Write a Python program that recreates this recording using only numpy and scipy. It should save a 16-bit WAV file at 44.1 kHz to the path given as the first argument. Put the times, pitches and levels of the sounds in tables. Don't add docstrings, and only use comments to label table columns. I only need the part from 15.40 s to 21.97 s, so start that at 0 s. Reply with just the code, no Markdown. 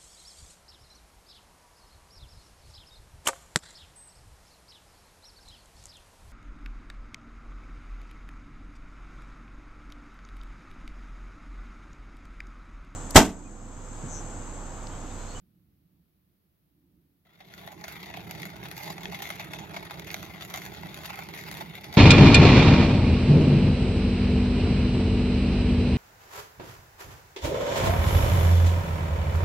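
import sys
import numpy as np
from scipy import signal
from scipy.fft import rfft, irfft, next_fast_len
from scipy.io import wavfile
from scipy.ndimage import uniform_filter1d, map_coordinates

SR = 44100
rng = np.random.default_rng(int(sys.argv[2]) if len(sys.argv) > 2 else 0)


def dump_mix(stems):
    frames = np.atleast_2d(stems).T
    limited = np.clip(frames, -1, 1)
    pcm = np.round(limited * 32767).astype(np.int16)
    wavfile.write(sys.argv[1], SR, pcm)


N = 289737

# pitch_hz, level_db (per Hz)
BREEZE_COLOUR = [(15, -59), (25, -32), (64, -1), (81, -4.5), (97, -6), (123, -6.5), (182, 0), (230, -12),
                 (300, -46), (510, -120)]
MOAN_COLOUR = [(150, -27), (240, -6), (290, 1.5), (340, -3.5), (400, -19.5), (560, -28), (1000, -47),
               (2000, -90)]
HISS_COLOUR = [(350, 3), (600, -4), (943, -8.5), (1240, -8.5), (1560, -10.5), (1670, -10.5), (4420, -13),
               (7140, -21), (9140, -20), (11700, -7.5), (15800, -7.5)]
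# centre_s, half_length_s, rumble_db, moan_db
GUSTS = [(0.282, 0.34, -66.5, -75.5), (1.53, 0.15, -70, -70)]
# centre_s, half_length_s, crumbling_db, grit_db (fine grit scraping on the burrs)
CRANK_PUSHES = [(2.173, 0.098, -42.5, -51.5), (2.516, 0.085, -45, -54), (3.008, 0.043, -45.5, -55),
                (3.48, 0.062, -41, -47), (3.853, 0.13, -44.5, -55), (4.374, 0.052, -53, -64),
                (4.77, 0.15, -49, -60), (5.176, 0.085, -44, -51), (5.668, 0.15, -43.5, -53.5),
                (6.095, 0.11, -43, -50), (6.567, 0.026, -58, -64)]
# start_s, drive_db (middle modes), body_db and edge_db (low and high modes,
# relative to drive_db), crack_share (0-1, weight of the first crack against the debris)
BEAN_SNAPS = [(2.0041, -44, -2, -25, 0.1), (2.137, -37, -24, -17, 0.9), (2.1778, -38, -14.5, -17, 0.6),
              (2.2741, -34.5, -10, -22, 0.54), (2.3181, -40.5, -3, -10, 0.2), (2.4106, -38.5, -10, -15, 1),
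              (2.4399, -27.5, -10, -23, 0.65), (2.4799, -32, -8, -11, 0.47), (2.6288, -34, -10, -18, 0.35),
              (2.7383, -35, -5, -25, 0.5), (2.7711, -30.5, -11, -16.5, 1), (2.9094, -26, -24, -12, 0.94),
              (2.9492, -33, -9, -16, 0.65), (3.03, -28.5, -26, -27, 0.88), (3.0521, -30, -15, -11, 0.83),
              (3.2289, -34, -9, -27, 0.6), (3.2543, -33, -6.5, -23, 0.17), (3.3125, -29.5, -13, -11, 0.82),
              (3.3652, -35.5, -22, -8.5, 0.6), (3.377, -32, -22, -10, 1), (3.4165, -44, -11, -21, 0.7),
              (3.4422, -35, -13, -16, 0.7), (3.5015, -30, -11, -7, 0.65), (3.5793, -33, -9, -26, 0.6),
              (3.6321, -33, -12, -14.5, 0.43), (3.6546, -26, -19, -28, 1), (3.7216, -34, -3.5, -16, 0.24),
              (3.7454, -27, -24, -14, 0.5), (3.8014, -36.5, -6.5, -20, 0.7), (3.8197, -27, -8.5, -10, 0.5),
              (3.9019, -26, -7, -14, 0.72), (3.9214, -41, -3, -24, 0.95), (3.9953, -28.5, -8.5, -17, 0.27),
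              (4.1336, -28, -9, -15.5, 0.56), (4.1865, -32.5, -14, -16.5, 0.45),
              (4.336, -32.5, -9, -17, 0.2), (4.3627, -25.5, -9, -19, 0.4), (4.5078, -30.5, -5.5, -14, 0.63),
              (4.595, -30, -11, -9.5, 0.97), (4.6708, -36, -25, -10, 0.7), (4.7022, -29, -21, -31, 0.84),
              (4.7123, -34, -11, -12, 0.34), (4.7416, -23, -9, -12.5, 0.99), (4.8269, -33, -8, -14, 0.7),
              (4.8606, -39, -9, -16, 0.7), (5.009, -31.5, -23, -16, 0.45), (5.0221, -30.5, -31, -13, 0.5),
              (5.1385, -25.5, -10.5, -11, 0.46), (5.173, -30, -8, -10, 0.5), (5.2173, -31, -27, -23, 0.8),
              (5.2614, -33, -15, -14, 0.46), (5.3467, -37, -19, -26, 0.9), (5.4326, -40.5, 2, -13, 0.96),
              (5.5727, -35.5, -6, -11, 0.54), (5.6548, -31.5, -18, -13, 0.88),
              (5.7022, -30.5, -12, -19, 0.87), (5.7289, -38, -5, -23, 0.5),
              (5.7881, -33.5, -3.5, -15, 0.35), (5.8865, -33.5, -4.5, -13, 0.6),
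              (5.9377, -32.5, -9, -15, 0.7), (5.9755, -33, -25, -14, 0.3), (6.0362, -33.5, -18, -15, 0.9),
              (6.1127, -31, -12, -7.5, 0.9), (6.1404, -34, -4, -10, 1), (6.1684, -34, -18, -10, 0.7),
              (6.2075, -32, -4.5, -14, 0.44), (6.351, -38, -25, -6, 0.5), (6.4413, -32, -29, -14, 0.57),
              (6.5256, -33, -19, -17, 0.6), (6.539, -28, -13, -14.5, 0.35)]
SNAP_DRIVE_DB = [25.5, 16.5, 29]
# pitch_hz, width_hz, level_db (both stages), left_minus_right_db, right_lead_rad
BURR_MODES = [(660.6, 216, -9.5, 1.5, 1.11), (838, 160, -12, -15, 1.77), (1048, 220, -18.5, 6, -0.33),
              (1394, 700, -14, -2, -1.8), (1936, 406, -18, 17, 1.1), (2142, 344, -10, 0.5, 0.47),
              (2600, 500, -15, 0.5, -1.26), (3514, 900, -15.5, 5.5, -1.7), (4520, 1300, -20.5, -1, -1.55),
              (6070, 1300, -24, -5, -1.35), (6810, 345, -25, -14, -0.29), (10280, 3800, -34, -3.5, 0.69),
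              (11390, 740, -23, -1.5, -0.094), (12330, 900, -22.5, -9, 0.2), (13600, 7200, -32, -3, -0.78)]
# pitch_hz, width_hz, level_db, left_minus_right_db, right_lead_rad
JAR_MODES = [(79.8, 50.5, -6.5, -8.5, 0.082), (137, 62.5, -4, -3.5, -0.073), (167.9, 39.2, 1.5, -5.5, 0.15),
             (197.2, 23, -3, 7.5, 0.03), (315.6, 102, -8, -4.5, 0.71), (399, 124, -9.5, -3.5, 0.82)]
# time_s, level_db
JAR_RUMBLE = [(1.8, -71.5), (2.2, -53), (2.94, -45), (3.42, -47.5), (3.46, -44.5), (3.61, -49), (3.68, -42),
              (3.75, -47), (3.92, -46), (6.49, -48.5), (6.5, -47)]

BREEZE_REST_DB, MOAN_REST_DB = -73.5, -84
HISS_DB = -74
CRUMB_REST_DB, GRIT_REST_DB = -46.5, -59
RUB_DB = -50
FADE_START_S, FADE_S, FADE_POWER, FADE_FROM_DB = 1.85, 0.99, 1.2, -22.5
CRACK_DELAY_S = .0011
CHIPS_PER_S, CHIP_DB, CHIP_SPREAD_DB = 17, 21.5, 7
GRIND_DOWN_DB, GRIND_DOWN_S = -0.8, 0.025
BUILD_S, SPLINTER_S, CHIP_S = .0016, .009, .004
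JAR_TRIM_DB = 0.5
TOP_HZ = 15900


def undb(db):
    return 10 ** (np.asarray(db) / 20)


def unit(x):
    return x / np.sqrt(np.mean(x ** 2))


def walk(rate):
    steps = np.arange(N) / SR * rate
    return 1.2 * np.interp(steps, np.arange(N // 8), rng.standard_normal(N // 8))


def coloured(points):
    hz, db = np.transpose(points)
    f = np.maximum(np.fft.rfftfreq(N, 1 / SR), 1)
    shape = undb(np.interp(np.log(f), np.log(hz), db))
    white = rng.standard_normal((2, N))
    return unit(irfft(rfft(white) * shape, N))


def swells(rest_db, times, lengths, peaks_db):
    t = np.arange(0, N, SR // 500) / SR
    bumps = undb(peaks_db) ** 2 * np.exp(-((t[:, None] - times) / lengths) ** 2)
    gain = np.sqrt(undb(rest_db) ** 2 + bumps.sum(axis=1))
    return np.interp(np.arange(N) / SR, t, gain)


def outdoors():
    times, lengths, rumble_db, moan_db = np.transpose(GUSTS)
    rumble = coloured(BREEZE_COLOUR) * swells(BREEZE_REST_DB, times, lengths, rumble_db)
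    rumble = rumble * undb(walk(10))
    moan = coloured(MOAN_COLOUR) * swells(MOAN_REST_DB, times, lengths, moan_db)
    mid, side = rumble + moan
    breeze = mid + undb(-17.0) * side * np.array([[1], [-1]])
    breeze = breeze * undb([[-2], [1.6]])
    return breeze + undb(HISS_DB) * coloured(HISS_COLOUR)


def grains(rate, spread_db):
    hits = rng.random(N) < rate / SR
    return hits * undb(spread_db * np.clip(rng.standard_normal(N), -2, 2))


def cascades(rate, spread_db, decay_s, steady):
    decay = np.exp(-1 / (decay_s * SR))
    flurries = signal.lfilter([1], [1, -decay], grains(rate, spread_db))
    return steady + unit(flurries)


def fade_in():
    progress = (np.arange(N) / SR - FADE_START_S) / FADE_S
    first = undb(FADE_FROM_DB)
    return (progress > 0) * (first + (1 - first) * np.clip(progress, 0, 1) ** FADE_POWER)


def fracture(crack_share, splinter_s):
    t = np.arange(-SR // 100, SR // 10) / SR

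    def shower(decay_s):
        envelope = np.exp(np.minimum(t / BUILD_S, -t / decay_s))
        pieces = (rng.random(len(t)) < .02) * rng.random(len(t)) * envelope
        return pieces ** 2 / np.sum(pieces ** 2)

    aftershocks = (rng.random(len(t)) < .16) * (t > 0) * np.exp(-abs(t) / .0006)
    crack = (t == 0) + aftershocks
    crack_power = crack ** 2 / np.sum(crack ** 2)
    debris_power = shower(splinter_s) + undb(GRIND_DOWN_DB) ** 2 * shower(GRIND_DOWN_S)
    share = np.clip(crack_share, 0, 1)
    return t, np.sqrt(share * crack_power + (1 - share) * debris_power)


def chips():
    force = np.zeros(N + SR)
    for k, (slip, size) in enumerate(rng.uniform(-1, 1, (200, 2))):
        start = int((k + .5 + slip / 2) / CHIPS_PER_S * SR)
        if start < N:
            t, burst = fracture(crack_share=0.67, splinter_s=CHIP_S)
            force[start:start + len(t)] += undb(CHIP_DB + CHIP_SPREAD_DB * size) * burst
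    return force[:N]


def snaps():
    force = np.zeros((3, N + SR))
    for start_s, drive_db, body_db, edge_db, crack_share in BEAN_SNAPS:
        t, burst = fracture(crack_share, SPLINTER_S)
        start = int((start_s + CRACK_DELAY_S + t[0]) * SR)
        push_db = drive_db + np.array([body_db, 0, edge_db]) + SNAP_DRIVE_DB
        force[:, start:start + len(t)] += np.outer(undb(push_db), burst)
    return force[:, :N]


def ring(modes, force_at, flare_db, diffuse_hz):
    size = next_fast_len(N + SR // 8, True)
    f = np.maximum(np.fft.rfftfreq(size, 1 / SR), 1)
    out, power = 0, 0
    for hz, width_hz, db, pan_db, lead in modes:
        response = undb(db) / (1 + 1j * (f / hz - hz / f) * hz / width_hz) ** 2
        blows = force_at(hz) * undb(flare_db * walk(14))
        left = np.where(rng.random(N) < .5, blows, -blows)
        flipped = rng.random(N) < .5 * hz / (hz + diffuse_hz)
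        right = np.where(flipped, -left, left)
        ears = np.array([[undb(pan_db / 2)], [undb(-pan_db / 2) * np.exp(1j * lead)]])
        out = out + ears * response * rfft(np.float32([left, right]), size)
        power += np.mean(abs(response) ** 2)
    return irfft(out, size)[:, :N] / np.sqrt(power)


def burrs():
    snap_body, snap_middle, snap_edge = snaps()
    times, lengths, crumb_db, grit_db = np.transpose(CRANK_PUSHES)
    flurries = cascades(rate=260, spread_db=0.5, decay_s=0.0043, steady=0.64)
    crumbs = unit(grains(rate=6000, spread_db=2.5) * flurries)
    grit = unit(grains(rate=15000, spread_db=1.1) * flurries)
    chip = chips()
    fade = fade_in()
    rub = crumbs * undb(RUB_DB) * fade
    crumbs = (crumbs + chip) * swells(CRUMB_REST_DB, times, lengths, crumb_db) * fade
    grit = (grit + undb(7.5) * chip) * swells(GRIT_REST_DB, times, lengths, grit_db) * fade
    low = undb(-11.5) * crumbs + rub + snap_body
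    middle = undb(-3.0) * crumbs + snap_middle
    high = undb(5.0) * grit + snap_edge

    def force_at(hz):
        low_share = np.interp(np.log(hz), np.log([1000, 1600]), [1, 0])
        high_share = np.interp(np.log(hz), np.log([3200, 10000]), [0, 1])
        middle_share = 1 - low_share - high_share
        return low_share * low + middle_share * middle + high_share * high

    return ring(BURR_MODES, force_at, flare_db=2.16, diffuse_hz=8520)


def scatter(x, wet_db, t60_s, sway_s, count):
    delays = np.linspace(.001, .012, count)
    gains = undb(-60 * delays / t60_s)
    gains *= undb(wet_db) / np.sqrt(np.sum(gains ** 2))
    out = x.copy()
    for delay, gain in zip(delays, gains):
        for side in range(2):
            lag = (delay + sway_s * (walk(5) + rng.standard_normal())) * SR
            source = np.arange(N) - np.abs(lag).astype(int)
            out[side] += gain * np.take(x[side], source, mode="clip")
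    return out


def waver(x, depth, rate):
    wander = uniform_filter1d(walk(rate), SR // 100)
    place = np.arange(N) + depth * SR / rate * wander
    return np.array([map_coordinates(side, [place], order=3) for side in x])


def jar():
    flurries = cascades(rate=49, spread_db=-1.5, decay_s=0.021, steady=3.0)
    judder = unit(grains(rate=1800, spread_db=2) * flurries)
    t = np.arange(N) / SR
    rumble_db = np.interp(t, *np.transpose(JAR_RUMBLE))
    judder = judder * undb(JAR_TRIM_DB + rumble_db) * (t > FADE_START_S)
    return ring(JAR_MODES, lambda hz: judder, flare_db=0.0, diffuse_hz=8600)


def scene():
    air = outdoors()
    crunch = scatter(burrs(), wet_db=-7, t60_s=0.039, sway_s=.0003, count=7)
    crunch = waver(crunch, depth=.013, rate=40)
    return crunch + jar() + air


def record(dry):
    return signal.sosfilt(signal.ellip(10, .2, 70, TOP_HZ, fs=SR, output="sos"), dry)


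dry = scene()
out = record(dry)
dump_mix(out)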